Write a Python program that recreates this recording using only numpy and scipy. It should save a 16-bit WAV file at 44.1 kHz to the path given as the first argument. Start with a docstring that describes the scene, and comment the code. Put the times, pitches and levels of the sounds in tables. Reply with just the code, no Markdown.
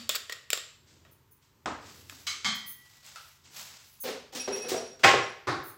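"""A steel spoon taps cream off mixer beaters and is laid in a plastic bowl, close to a phone in a
hard-walled kitchen. Further off, a utensil and a dish clink, sleeves rustle, a small thing is put
down, a drawer bumps along squealing runners, and a cupboard door bangs, followed by a softer thud.
Each impact excites a body's damped modes and the room's reverberation; the squeals are stick-slip
friction. Thin high chirps come and go over a low appliance hum."""
import sys
import numpy as np
from scipy import signal
from scipy.fft import rfft, irfft
from scipy.io import wavfile
from scipy.ndimage import uniform_filter1d

SR = 44100
rng = np.random.default_rng(int(sys.argv[2]) if len(sys.argv) > 2 else 0)


def wav_record(signal):
    """Record a signal, one row per channel, as 16-bit PCM in the file named by sys.argv[1]."""
    frames = np.transpose(np.atleast_2d(signal))
    bounded = np.clip(frames, -1, 1)
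    # unit amplitude maps onto the largest positive 16-bit level
    quanta = np.round(bounded * 32767).astype(np.int16)
    wavfile.write(sys.argv[1], SR, quanta)


N = 254501
TIME = np.arange(N) / SR
RING = TIME[:SR]  # t/s within one event


def undb(db):
    """Amplitude ratio of a level in decibels."""
    return 10 ** (np.asarray(db) / 20)


def unit(x):
    """Normalisation to unit energy."""
    return x / np.sqrt(np.sum(x ** 2))


def at(points, hz):
    """Interpolation on a log-frequency axis."""
    f, value = np.transpose(points)
    return np.interp(np.log(np.maximum(hz, 1)), np.log(f), value)


def tint(x, colour, size=4096):
    """Minimum-phase filtering by a spectral envelope (f/Hz, gain/dB), through the folded cepstrum."""
    cepstrum = irfft(np.log(undb(at(colour, np.fft.rfftfreq(size, 1 / SR)))))
    cepstrum[1:size // 2] *= 2
    cepstrum[size // 2 + 1:] = 0
    return signal.fftconvolve(x, irfft(np.exp(rfft(cepstrum))))[:len(x)]


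def noise(colour):
    """Filtered Gaussian noise of unit rms."""
    x = tint(rng.standard_normal(N), colour)
    return x / x.std()


def walk(rate):
    """Random modulation: `rate` Gaussian values a second, joined by lines."""
    knots = rng.standard_normal(int(N / SR * rate) + 2)
    return np.interp(TIME * rate, np.arange(len(knots)), knots)


def gesture(crest_s, rise_s, fade_db_per_s):
    """Envelope of a movement: Gaussian rise, exponential decay."""
    before, after = np.maximum(crest_s - TIME, 0), np.maximum(TIME - crest_s, 0)
    return np.exp(-2 * (before / rise_s) ** 2) * undb(-fade_db_per_s * after)


def add(track, start_s, sound, db, window_s):
    """Superposition of a sound, scaled so that its greatest short-time rms level is `db`."""
    peak_rms = np.sqrt(uniform_filter1d(sound ** 2, max(int(window_s * SR), 1)).max())
    start = int(start_s * SR)
    part = sound[max(-start, 0):N - start]
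    track[max(start, 0):max(start, 0) + len(part)] += part * undb(db) / peak_rms


def kitchen(build_s=0.0003):
    """Diffuse reverberation: echoes build up, then decay exponentially, the treble first."""
    reverberation_times = [(100, 0.55), (400, 0.46), (1500, 0.55), (5000, 0.53), (9000, 0.44),
                           (16000, 0.23)]  # f/Hz, T60/s
    freqs, _, frames = signal.stft(rng.standard_normal(SR), SR, nperseg=256)
    age_s = np.linspace(0, 1, frames.shape[1])
    fade = np.exp(-np.log(1000) * age_s / at(reverberation_times, freqs)[:, None])
    tail = signal.istft(frames * fade)[1][:SR]
    return unit(tail * (1 - np.exp(-RING / build_s)) ** 2)


def ringing(modes, drive, beat_db, beat_rate, radians_per_db=0.83, scatter_db=1.5):
    """Damped modes store the drive's energy; interfering echoes make them beat in level and phase."""
    out = 0
    for hz, db, t60 in modes:
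        energy = signal.lfilter([1], [1, -np.exp(-2 * np.log(1000) / (t60 * SR))], drive ** 2)
        swell = np.sqrt(energy) * undb(beat_db * walk(beat_rate)[:SR])
        tone = swell * np.sin(2 * np.pi * hz * RING + radians_per_db * beat_db * walk(beat_rate)[:SR])
        # each point of contact favours other modes
        out = out + undb(db + scatter_db * rng.standard_normal()) * unit(tone)
    return unit(out)


def blows(impacts, colour, modes, ring_db, beat_db=2.0, beat_rate=45, note_t60=0.015):
    """Impact excitation: contact chatter and its echoes drive a body and any note of the struck spot."""
    out = np.zeros(N)
    for start_s, level_db, contact_s, treble_db, room_db, *note in impacts:
        chatter = unit(RING / contact_s * np.exp(-2 * RING / contact_s) * rng.standard_normal(SR))
        drive = chatter + undb(room_db) * kitchen(build_s=contact_s)
        sound = unit(tint(drive, colour)) + undb(ring_db) * ringing(modes, drive, beat_db, beat_rate)
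        if note:
            note_hz, note_db = note
            sound += undb(note_db) * ringing([(note_hz, 0, note_t60)], drive, beat_db, beat_rate)
        sound = tint(sound, [(800, 0.0018), (14000, treble_db)])  # harder contact, more treble
        add(out, start_s, sound, level_db, window_s=0.0002 + 2 * contact_s)
    return out


def squeaks(bursts, tones, waver, rasp_db, room_db):
    """Random frequency modulation: bursts of unsteady tones and rasp reverberate in the room."""
    out = np.zeros(N)
    for start_s, length_s, level_db in bursts:
        gate = np.sqrt(np.sin(np.pi * np.minimum(RING / length_s, 1)).clip(0))
        rasp = tint(rng.standard_normal(SR), [(tones[0][0] / 2, -60)] + list(tones))
        sound = undb(rasp_db) * unit(gate * rasp)
        for hz, db in tones:
            pitch_hz = hz * (1 + waver * walk(390)[:SR])
            sound += undb(db) * unit(gate * np.sin(2 * np.pi * np.cumsum(pitch_hz) / SR))
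        echoes = undb(room_db) * signal.fftconvolve(sound, kitchen())[:SR]
        add(out, start_s, sound + echoes, level_db, window_s=0.0012)
    return out


def still_air():
    """Ambient noise floor: stationary and strongest in the bass."""
    colour = [(25, 0), (97, 2.5), (229, -12), (384, -10.5), (641, -33.5), (887, -8.5), (1650, -16),
              (3920, -21.5), (7710, -24), (9320, -31.5), (14800, -20), (16000, -32.5)]  # spectral envelope: f/Hz, gain/dB
    return undb(-68) * noise(colour)


def appliance_hum():
    """A line spectrum whose partials waver in amplitude and frequency."""
    partials = [(86.1, -72.5), (134.6, -69.5), (226.1, -83.5)]  # f/Hz, level/dB
    out = 0
    for hz, db in partials:
        amplitude = undb(db + 2.0 * walk(2.0))
        pitch_hz = hz * (1 + 0.024 * walk(46))
        out = out + amplitude * np.sin(2 * np.pi * np.cumsum(pitch_hz) / SR)
    return out


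def movement_rumble(fade_db_per_s=33):
    """Low noise swells with each movement; incoherent swells add in power."""
    swells = [(0.021, .1, -62.5), (1.049, 0.41, -61), (1.95, 0.49, -56.5), (2.55, 0.88, -61),
              (3.53, 0.15, -63)]  # crest t/s, rise/s, relative level/dB
    rumble = noise([(35, -55), (85, 4), (135, -6), (200, -9), (400, -9.5), (900, -27.5), (3000, -44.5)])
    power = sum((undb(db) * gesture(s, rise_s, fade_db_per_s)) ** 2 for s, rise_s, db in swells)
    return undb(-2) * np.sqrt(power) * rumble


def high_chirps():
    """Thin bursts of high noise over weaker inharmonic partials."""
    chirps = [(1.11, 0.029, -57), (1.31, 0.029, -53.5), (2.545, 0.027, -44.5), (2.66, 0.076, -37.5),
              (4.0, 0.05, -34), (5.632, 0.088, -44)]  # t/s, length/s, level/dB
    partials = [(6352, -8.5), (8592, -7.5), (10290, -3), (10975, 0.5), (12204, 2), (13200, -8), (14200, 5),
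                (15350, 8)]  # f/Hz, relative level/dB
    return squeaks(chirps, partials, waver=0.007, rasp_db=11, room_db=-2.0)


def sleeve_rustle(hiss_fade_db_per_s=61, sheen_fade_db_per_s=96):
    """Friction noise of cloth: swells of grainy hiss whose top-octave sheen decays first."""
    strokes = [(.89, 0.033, -60.5, -26), (1.425, 0.013, -67.5, -21), (1.883, 0.087, -52, -16),
               (2.01, 0.21, -61, 4.5), (2.13, 0.068, -51.5, -1.5), (2.23, .06, -64, 7),
               (2.97, 0.26, -58.5, -3), (3.085, 0.072, -50, -5), (3.29, 0.22, -62.5, 5),
               (3.46, 0.026, -56.5, -22.5), (3.601, 0.084, -43.5, -1), (3.81, .1, -58.5, -9),
               (3.93, 0.14, -75.5, 21)]  # crest t/s, rise/s, relative level/dB, sheen/dB
    colour = [(120, -11), (200, 4.5), (294, -23), (416, -7.5), (683, -0.5), (4770, 5), (7970, 2.5),
              (9060, -10.5), (15000, -43)]  # spectral envelope: f/Hz, gain/dB
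    hiss_power, sheen_power = 0, 0
    for crest_s, rise_s, db, sheen_db in strokes:
        hiss_power += (undb(db) * gesture(crest_s, rise_s, hiss_fade_db_per_s)) ** 2
        sheen_power += (undb(db + sheen_db - 3) * gesture(crest_s, rise_s, sheen_fade_db_per_s)) ** 2
    sheen = noise([(8000, -20), (10500, 0), (16000, 0)])
    grain = undb(-1 + 1.5 * walk(170))
    return grain * (np.sqrt(hiss_power) * noise(colour) + np.sqrt(sheen_power) * sheen)


def small_knock():
    """Impact of a light thing put down: two weak modes, quickly damped."""
    knocks = [(3.158, -41.5, 0.0029, -12.5, 2.5)]  # t/s, level/dB, contact/s, treble/dB, room/dB
    colour = [(290, -49), (500, -19), (1130, -13), (1320, 0.5), (1800, -13), (2640, -9), (5000, -7),
              (16000, -23)]  # body response: f/Hz, gain/dB
    modes = [(1414, -2, 0.06), (2640, 1, .03)]  # f/Hz, level/dB, T60/s
    return blows(knocks, colour, modes, ring_db=-13)


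def cupboard_thud():
    """A second, softer and duller impact on the cupboard excites heavily damped modes."""
    thuds = [(5.470, -25.5, 0.0042, -2, 15.5)]  # t/s, level/dB, contact/s, treble/dB, room/dB
    colour = [(35, -66), (60, -35), (125, -34), (180, -15), (330, 4), (579, -4.5), (924, -6.5), (1130, 3.5),
              (2100, -8.5), (3040, -18), (4200, -10.5), (16000, -46)]  # body response: f/Hz, gain/dB
    modes = [(118, 0, .1), (350, 5, .06), (775, 1, .04), (867, -3, .04), (1085, 1, .04), (1475, 0, .04),
             (1766, -3, .05), (2143, -4, .05)]  # f/Hz, level/dB, T60/s
    return blows(thuds, colour, modes, ring_db=-2, beat_db=3)


def runner_squeals():
    """Stick-slip friction makes the drawer's runners oscillate."""
    squeals = [(4.395, 0.032, -34), (4.52, 0.038, -32.5), (4.617, 0.025, -37), (4.76, 0.039, -39),
               (4.855, 0.028, -45), (5.225, 0.03, -45.5), (5.29, 0.023, -56)]  # t/s, length/s, level/dB
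    partials = [(2565, 1.5), (5640, 13.5), (8950, -9.5), (10800, -1)]  # f/Hz, relative level/dB
    return squeaks(squeals, partials, waver=0.005, rasp_db=-7, room_db=-2.5)


def drawer_bumps():
    """Impacts excite the drawer's low resonances; its note changes as it moves."""
    bumps = [(4.036, -33, 0.007, 9.5, 13.5, 528, 0.5), (4.068, -36, 0.0054, 9.5, 18, 437, -5),
             (4.323, -44.5, 0.0037, 20, 20, 779, -2), (4.349, -36, 0.0041, 25, 10, 262.6, -3),
             (4.475, -31, 0.013, -3.5, -0.5, 396.6, -0.5), (4.55, -40.5, 0.031, 17, -3.5, 418, 3.5),
             (4.635, -41, 0.031, 3, 4, 487, 1), (4.68, -33, 0.0069, 32, 22, 782, -7),
             (4.715, -28.5, 0.0094, -7, 2.5, 387, 0), (4.742, -30, 0.0074, -20, -2.5, 664, -1.5),
             (4.991, -52.5, 0.014, 16, 3, 1400, -16)]  # t/s, level/dB, contact/s, treble/dB, room/dB, note f/Hz, note/dB
    colour = [(70, -24), (190, -10), (307, -8), (430, 2), (720, -8), (1100, -11.5), (2120, -15),
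              (5200, -19.5), (7730, -28), (11900, -44.5), (16000, -35)]  # body response: f/Hz, gain/dB
    modes = [(246.2, -3.5, 0.07), (512, 3, 0.04), (750, -4, 0.04)]  # f/Hz, level/dB, T60/s
    return blows(bumps, colour, modes, ring_db=-4, beat_db=2.5, note_t60=0.04)


def cupboard_door():
    """Panel vibration: the door meets its frame, rattles and rebounds."""
    bangs = [(5.033, -20, 0.0085, 4, 0.5, 1890, -10), (5.038, -13.5, 0.013, 2.5, 0.5, 2532, -13.5),
             (5.046, -19, 0.0072, -3, -9, 794, 9), (5.068, -23.5, 0.018, -9, -4, 1079, 16),
             (5.134, -23, 0.013, -40, -2, 400, -7.5)]  # t/s, level/dB, contact/s, treble/dB, room/dB, note f/Hz, note/dB
    colour = [(40, -55), (70, -44), (118, -25), (227, -16.5), (350, -12.5), (600, -6.5), (1100, -11.5),
              (1700, -9), (2400, -9), (3700, -17), (7750, -25), (9300, -40.5), (16000, -42)]  # body response: f/Hz, gain/dB
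    modes = [(118, -8, .12), (360, -3, .09), (490, -6, .2), (538, -7, .15), (788, -1, .04), (1085, 3, .09),
             (1269, -1, .06), (1395, 2, .07), (1573, 0, .04), (1701, 0, .07), (1860, -1, .04),
             (1978, 0, .06), (2023, 1, .07), (2145, 0, .07), (2535, -9, .05), (3200, -7, .06),
             (4967, -11, .04)]  # f/Hz, level/dB, T60/s
    return blows(bangs, colour, modes, ring_db=-1, beat_db=1.9, note_t60=0.07)


def dish_clink():
    """Light damping lets the struck dish ring on; closely spaced modes beat."""
    clinks = [(2.4455, -24, 0.0016, 11.5, 12)]  # t/s, level/dB, contact/s, treble/dB, room/dB
    colour = [(80, -21), (222, 8), (296, -20), (550, -17), (751, -6), (1140, -3.5), (1530, -6), (2220, -3),
              (2840, -17.5), (3240, -6), (7870, -18.5), (9200, -36.5), (16000, -44)]  # body response: f/Hz, gain/dB
    modes = [(1954, -9, 1.8), (1959.3, -19, 1.5), (3112, -7, .3), (3138, -6, .5), (3176, -4, .5),
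             (1160, -4, .04), (2160, -2, .045), (3305, -7, .35), (3386, -9, .3), (4190, -10, .4),
             (4474, -8, .06), (4975, -10, .089), (6430, -13, .1)]  # f/Hz, level/dB, T60/s
    return blows(clinks, colour, modes, ring_db=-0.5, beat_db=1)


def utensil_clink():
    """A distant utensil rings; the reverberant field outweighs the direct sound."""
    clinks = [(2.2665, -29, 0.0012, 2, 27)]  # t/s, level/dB, contact/s, treble/dB, room/dB
    colour = [(240, -37), (900, -23.5), (1200, -7.5), (1650, -16.5), (2180, -10), (2500, -12), (4200, -11),
              (7900, -16), (9000, -29.5), (16000, -29)]  # body response: f/Hz, gain/dB
    modes = [(1200, -8, .06), (1970, -9, .08), (2215, -3, .1), (3085, -5, .12), (3290, -6, .1),
             (4020, -1, .08), (4470, -7, .12), (5030, -4, .1), (6130, -8, .1), (6550, -8, .1)]  # f/Hz, level/dB, T60/s
    return blows(clinks, colour, modes, ring_db=-1, beat_rate=110)


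def spoon_on_bowl():
    """Damping in plastic: the bowl's modes die quickly, leaving the note of the struck spot."""
    knocks = [(-.03, -43.5, 0.0045, -29, -7, 232, 6), (1.6583, -27.5, 0.0019, 5.5, -0.5, 1100, -20),
              (2.123, -51.5, 0.0033, -2, -5.5, 271, -0.5)]  # t/s, level/dB, contact/s, treble/dB, room/dB, note f/Hz, note/dB
    colour = [(30, -41.5), (70, -4), (130, -14), (300, 2.5), (380, -4), (500, -2), (1200, -1),
              (2500, -16.5), (7600, -27), (16000, -82.5)]  # body response: f/Hz, gain/dB
    modes = [(905, 2.7, 0.032), (1270, 9.5, 0.021)]  # f/Hz, level/dB, T60/s
    return blows(knocks, colour, modes, ring_db=-8, note_t60=0.26)


def steel_taps():
    """Brief contact gives a bright spectrum: the spoon taps the beaters, then ticks as it is let go."""
    taps = [(-.06, -29.5, 0.0019, 1, 0, 4600, -3), (.0922, -18.5, 0.0013, 10, -6, 3435, -4),
            (.0958, -27.5, 0.0033, -8.5, -3.5, 3666, -2), (.1483, -29.5, 0.0014, -15.5, -6, 1543, -7),
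            (.152, -26.5, 0.0048, 26, -10.5, 4630, 1.5), (.1575, -28.5, 0.0051, -1, -15, 7760, -10.5),
            (.2955, -33, 0.003, -9.5, -3, 1870, -3), (.3225, -32, 0.0043, -3, -9, 1940, -3.5),
            (.5032, -20, 0.00089, 11, -6, 2300, -13), (.5303, -18, 0.0022, -2, -8, 7530, -5.5),
            (.574, -32, 0.0022, -5, -11, 3850, -14), (1.05, -55.5, 0.0018, -30, -1, 1880, -12),
            (2.0973, -33.5, 0.0006, -2, -11, 1710, -7), (3.0645, -38, 0.00022, 14, -23, 3480, -11)]  # t/s, level/dB, contact/s, treble/dB, room/dB, note f/Hz, note/dB
    colour = [(120, -92), (200, -36), (448, -10.5), (635, -10), (867, -26), (1120, -10), (1840, -11.5),
              (2600, -6.5), (3500, -5), (5300, -9), (6200, -13), (7800, -8.5), (8800, -21.5),
              (16000, -16.5)]  # body response: f/Hz, gain/dB
    modes = [(1316, -2.5, 0.05), (1880, -5, 0.42), (2490, -5, 0.03), (3210, -4, 0.03), (3820, -0.5, 0.024),
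             (4580, -2.5, 0.052), (5350, -3, 0.078), (7070, 3.5, 0.011)]  # f/Hz, level/dB, T60/s
    return blows(taps, colour, modes, ring_db=-7, beat_rate=260)


def scene():
    """Superposition in mid-side stereo; only the chirps have width."""
    spoon = steel_taps() + spoon_on_bowl()
    clatter = utensil_clink() + dish_clink() + small_knock()
    furniture = drawer_bumps() + cupboard_door() + cupboard_thud() + runner_squeals()
    chirps, side = high_chirps(), undb(-19.5) * high_chirps()
    background = sleeve_rustle() + appliance_hum() + movement_rumble() + still_air()
    mid = spoon + clatter + furniture + chirps + background
    return np.array([mid + side, mid - side])


def record(dry, bass_hz=52, top_hz=15900):
    """Band limiting: the phone thins the deep bass and cuts the top."""
    thin = signal.sosfilt(signal.butter(3, bass_hz, "high", fs=SR, output="sos"), dry)
    return signal.sosfilt(signal.ellip(10, .2, 80, top_hz, fs=SR, output="sos"), thin)


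dry = scene()
out = record(dry)
wav_record(out)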